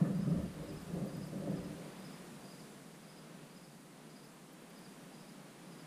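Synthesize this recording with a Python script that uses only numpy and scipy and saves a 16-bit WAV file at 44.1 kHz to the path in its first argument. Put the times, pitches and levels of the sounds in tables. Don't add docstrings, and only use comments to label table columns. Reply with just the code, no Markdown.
import sys
import numpy as np
from scipy import signal
from scipy.fft import rfft, irfft, next_fast_len
from scipy.io import wavfile
from scipy.ndimage import map_coordinates

SR = 44100
rng = np.random.default_rng(int(sys.argv[2]) if len(sys.argv) > 2 else 0)


def digitize_waveform(pressure):
    field = np.atleast_2d(pressure).T
    bounded = np.clip(field, -1, 1)
    quanta = np.round(bounded * 32767).astype(np.int16)
    wavfile.write(sys.argv[1], SR, quanta)


N = 258426


def amp(db):
    return 10 ** (np.asarray(db) / 20)


def along(points, hz):
    point_hz, value = np.transpose(points)
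    return np.interp(np.log(hz + 1), np.log(point_hz + 1), value)


def curves(rows):
    seconds, *columns = np.transpose(rows)
    return [np.interp(np.arange(N) / SR, seconds, column) for column in columns]


def filtered(x, response):
    size = next_fast_len(x.shape[-1] + 8192)
    spectrum = rfft(x, size) * response(np.fft.rfftfreq(size, 1 / SR))
    return irfft(spectrum, size)[..., :x.shape[-1]]


def band_unit(x, lo_hz, hi_hz):
    return x / np.std(filtered(x, lambda hz: (hz > lo_hz) & (hz < hi_hz)))


def modes(table):
    def response(hz):
        total = 0
        for k, (centre, width, db) in enumerate(table):
            damping = 1j * hz * width
            total = total + (-1) ** k * amp(db) * damping / (centre ** 2 - hz ** 2 + damping)
        return total
    return response


def low_pass(edge_hz):
    return lambda hz: 1 / (1 + (hz / edge_hz) ** 4)


def coloured(spectrum, channels=1):
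    return filtered(rng.standard_normal((channels, N)), lambda hz: amp(along(spectrum, hz)))


def wobble(rate):
    knots = rng.standard_normal(int(N * rate / SR) + 4)
    return map_coordinates(knots, [np.arange(N) * rate / SR])


def add(track, s, sound):
    start = round(s * SR) - sound.shape[-1] // 2
    track[..., start:start + sound.shape[-1]] += sound


# time in seconds, rush in dB, treble hiss in dB.
AIR_LEVELS = [(0.0, -63.5, -66.5), (2.66, -63.5, -66), (3.07, -65, -68), (4.11, -66, -69),
              (4.93, -64.5, -67.5), (5.86, -65.5, -68)]
# frequency in Hz, relative density in dB per Hz.
RUSH_SPECTRUM = [(15, -23), (40, -30), (51, -25.5), (62, -34), (114, -33.5), (130, -15), (143, -1),
                 (180, -1), (250, -5.5), (465, -12), (1000, -17.5), (2200, -23), (4000, -27.5), (7000, -48)]
# frequency in Hz, relative density in dB per Hz.
HISS_SPECTRUM = [(2500, -22.5), (4500, -0.5), (5600, -1.5), (7500, -1), (9500, 0.5), (10500, -1),
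                 (11800, -7), (14000, -8.5), (15300, -15)]


def air():
    rush_db, hiss_db = curves(AIR_LEVELS)
    rush = amp(rush_db + 1.05 * wobble(3.22)) * band_unit(coloured(RUSH_SPECTRUM)[0], 1457, 4180)
    hiss = band_unit(coloured(HISS_SPECTRUM, channels=2), 6040, 10630)
    mid, side = amp(hiss_db + .3 * wobble(4.52)) * hiss
    side = amp(-1.0) * side
    return rush + np.array([mid + side, mid - side])


# time in seconds, boom of the frame in dB, scuff of the mount in dB.
HAND_LEVELS = [(0.04, -34, -42.5), (0.11, -34, -45), (0.14, -40, -51.5), (0.25, -41, -53),
               (0.3, -33.5, -43), (0.45, -41, -47.5), (0.52, -51, -63), (0.57, -51.5, -52.5),
               (0.7, -42.5, -51), (0.82, -56, -60.5), (0.94, -44.5, -47), (1.03, -38, -44),
               (1.11, -51, -51.5), (1.19, -41, -53), (1.27, -51, -56), (1.35, -42.5, -46),
               (1.39, -41.5, -50), (1.56, -38.5, -44), (1.62, -46.5, -49.5), (1.76, -57, -54),
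               (2.1, -58.5, -65.5)]
# time in seconds, level in dB.
SCRAPE_LEVELS = [(0.04, -56), (0.11, -58), (0.14, -67), (0.26, -60.5), (0.45, -63.5), (0.52, -73),
                 (0.95, -66), (1.3, -70), (1.55, -65), (1.75, -75)]
# time in seconds, level in dB.
SWAY_LEVELS = [(0.04, -65), (0.42, -45.5), (0.55, -56), (0.95, -60), (1.02, -53), (1.07, -64.5),
               (1.73, -59.5), (1.83, -78), (2.3, -80)]
# frequency in Hz, relative density in dB per Hz.
SWAY_SPECTRUM = [(15, -36), (28, -2), (50, 3.5), (85, 4.5), (112, 5), (150, -30), (250, -120)]
# centre in Hz, width in Hz, relative strength in dB.
FRAME_MODES = [(148.2, 24, -5), (169.8, 18.3, -1.5), (192, 26, -5)]
# centre in Hz, width in Hz, relative strength in dB.
MOUNT_MODES = [(296, 17.7, 3), (396.7, 19, -1), (485.6, 60, -5), (566, 45, -2), (675, 62, -9)]
# centre in Hz, width in Hz, relative strength in dB.
SHELL_MODES = [(1053, 240, -3), (1260, 170, 1.5), (1772, 100, 1)]
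SETTLE_DB_PER_S = 7.5


def settling(rows):
    overtime = np.maximum(np.arange(N) / SR - rows[-1][0], 0)
    return curves(rows) - SETTLE_DB_PER_S * overtime


def hand():
    boom_db, scuff_db = settling(HAND_LEVELS)
    scrape_db, sway_db = settling(SCRAPE_LEVELS)[0], settling(SWAY_LEVELS)[0]
    grip_db = 1.83 * np.array([wobble(25.66), wobble(40.04), wobble(40.06)])
    force = rng.standard_normal((3, N)) * amp(grip_db)

    boom = filtered(filtered(force[0], modes(FRAME_MODES)), low_pass(edge_hz=320))
    boom = filtered(boom, lambda hz: 1 / (1 + (120 / (hz + 1)) ** 6))
    scuff = filtered(filtered(force[1], modes(MOUNT_MODES)), low_pass(edge_hz=930))
    scrape = filtered(filtered(force[2], modes(SHELL_MODES)), low_pass(edge_hz=1800))
    sway = coloured(SWAY_SPECTRUM)[0] * amp(2.1 * wobble(12.7))

    out = amp(boom_db) * band_unit(boom, 130, 240)
    out += amp(scuff_db) * band_unit(scuff, 250, 760)
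    out += amp(scrape_db) * band_unit(scrape, 850, 1900)
    return out + amp(sway_db) * band_unit(sway, 50, 120)


# start in seconds, boom in dB before its swell and the low cut,
# rattle in dB rms before its snap and the low cut.
KNOCK_EVENTS = [(0.012, -15.5, -47), (0.096, -26.5, -49), (0.155, -26, -54), (0.188, -23, -50),
                (0.222, -25, -61), (0.274, -28.5, -42.5), (0.404, -33, -48), (0.915, -35, -52),
                (0.954, -38, -44), (1.029, -27, -49), (1.417, -39, -48), (1.469, -35, -36),
                (1.539, -29, -43), (2.326, -37.5, -72), (2.443, -45, -56), (3.429, -43, -57)]


def knocks():
    out, t = np.zeros(N + SR), np.arange(SR // 10) / SR
    swell = (t / 0.012) ** 2 * np.exp(2 - 2 * t / .011 * (1 + t / 0.066))
    snap = (1 - np.exp(-t / 0.0014)) * np.exp(-t / 0.02)
    for s, boom_db, rattle_db in KNOCK_EVENTS:
        boom_hz = 172 * (1 + 0.0077 * rng.standard_normal())
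        boom = np.sin(2 * np.pi * boom_hz * t)
        rattle = filtered(rng.standard_normal(len(t)), modes(MOUNT_MODES))
        rattle = filtered(rattle, low_pass(edge_hz=850))
        knock = swell * amp(boom_db) * boom + snap * amp(rattle_db) * rattle / rattle.std()
        start = round(s * SR)
        out[start:start + len(t)] += knock
    return filtered(out[:N], lambda hz: 1 / (1 + (115 / (hz + 1)) ** 8))


# middle in seconds, level in dB before panning and the common cut of 4.5 dB.
KATYDID_RASPS = [(0.0643, -65), (0.1844, -61), (0.3152, -64), (0.4254, -62), (0.5394, -63), (0.6404, -63),
                 (0.7324, -62), (0.8255, -62), (0.9413, -62), (1.0685, -59), (1.1724, -59), (1.2744, -61),
                 (1.3874, -63), (1.5104, -65), (1.6344, -65), (1.7764, -65), (1.8784, -65), (2.0014, -64),
                 (2.1154, -63), (2.2444, -64), (4.2477, -66), (4.3445, -66), (4.5301, -63), (4.6174, -65),
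                 (4.7027, -64), (4.7884, -63)]
# frequency in Hz, relative density in dB per Hz.
RASP_SPECTRUM = [(10500, -120), (11800, -25), (12600, -3), (13500, 0), (15000, -6), (16000, -14)]
LEFT_DB, DRIFT_DB_PER_S = 5, -1.5


def katydid():
    gate, u = np.zeros((2, N)), np.linspace(-3, 3, int(.042 * SR))
    bell = np.exp(-u ** 2 / 2)
    for s, db in KATYDID_RASPS:
        pan_db = LEFT_DB + DRIFT_DB_PER_S * s
        add(gate, s, amp(db + np.array([[pan_db / 2], [-pan_db / 2]])) * bell)
    rasp = coloured(RASP_SPECTRUM, channels=2)
    return gate * rasp / rasp.std() * amp(-4.5)


def strokes(table, top_hz, sag_hz, length, rough, warm_up):
    out, u = np.zeros(N + SR, complex), np.linspace(-1, 1, int(length * SR))
    flutter = amp(rough * wobble(160)) * np.exp(.35j * rough * wobble(120))
    shape = np.sqrt(1 - u ** 2) * amp(-4 * np.abs(u) + .8 * u)
    opening = np.diff(np.array(table)[:, 0], prepend=-1) > .15
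    for (s, db), first in zip(table, opening):
        peak_hz = top_hz * (1 + 0.0066 * rng.standard_normal() - warm_up * first)
        slide_hz = sag_hz * (1 - .45 * first * (u > 0)) * np.abs(u + 0.151) ** 1.59
        phase = 2 * np.pi * np.cumsum(peak_hz - slide_hz) / SR
        add(out, s, amp(db) * shape * np.exp(1j * phase))
    return (out[:N] * flutter).real


# middle stroke in seconds, its level in dB before flutter and echoes,
# opening stroke in dB over it, closing stroke in dB over it.
NEAR_CHIRPS = [(0.222, -63.5, -.4, .4), (0.696, -61.5, -8, .4), (1.151, -62, -2, 2.5), (1.573, -60, -8, -1),
               (2.06, -60, -5, -.4), (2.515, -59.5, -4, -3), (3.103, -62, -6, 1), (3.571, -63.5, -6, -1.5),
               (4.168, -63, -6, -1.5), (4.772, -63, -7, 0), (5.208, -64.5, -2, .4), (5.723, -64.5, -6, 3)]
OPENING_S, CLOSING_S = .06, .08
# first stroke in seconds, its level in dB before flutter and echoes.
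LOWER_CHIRPS = [(0.4663, -68), (0.9174, -70), (1.3369, -71), (1.8522, -66), (2.417, -64), (3.655, -71),
                (4.165, -66.5), (4.785, -65), (5.25, -72)]
SECOND_S, SECOND_DB = .073, 0.5
# delay in seconds, echo in dB.
TRUNK_ECHOES = [(.031, -10), (.052, -13), (.085, -18.5)]


def crickets():
    near, lower = [], []
    for s, db, opening_db, closing_db in NEAR_CHIRPS:
        near += [(s - OPENING_S, db + opening_db), (s, db), (s + CLOSING_S, db + closing_db)]
    for s, db in LOWER_CHIRPS:
        lower += [(s, db), (s + SECOND_S, db + SECOND_DB)]
    direct = strokes(near, 5140, 640, length=.04, rough=2, warm_up=.035)
    direct += strokes(lower, 4720, 120, length=.024, rough=2.5, warm_up=0)

    t = np.arange(SR // 4) / SR
    decay = amp(-60 * t / 0.29)
    tail = rng.standard_normal(len(t)) * decay * (1 - np.exp(-(t / .03) ** 2))
    tail *= amp(-7) / np.linalg.norm(tail)
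    for delay, db in TRUNK_ECHOES:
        tail[round(delay * SR)] += amp(db)
    return direct + signal.fftconvolve(direct, tail)[:N]


def scene():
    return air() + hand() + knocks() + katydid() + crickets()


# frequency in Hz, gain in dB.
SIDE_GAIN = [(11700, -9), (12300, -0.5), (13200, -1), (15300, 4)]
APART_HZ, TOP_HZ = 11700, 15330


def record(dry):
    mid = (dry[0] + dry[1]) / 2
    side = (dry[0] - dry[1]) / 2
    side = filtered(side, lambda hz: amp(along(SIDE_GAIN, hz)) * (hz > APART_HZ))
    return filtered(np.array([mid + side, mid - side]), lambda hz: hz < TOP_HZ)


dry = scene()
out = record(dry)
digitize_waveform(out)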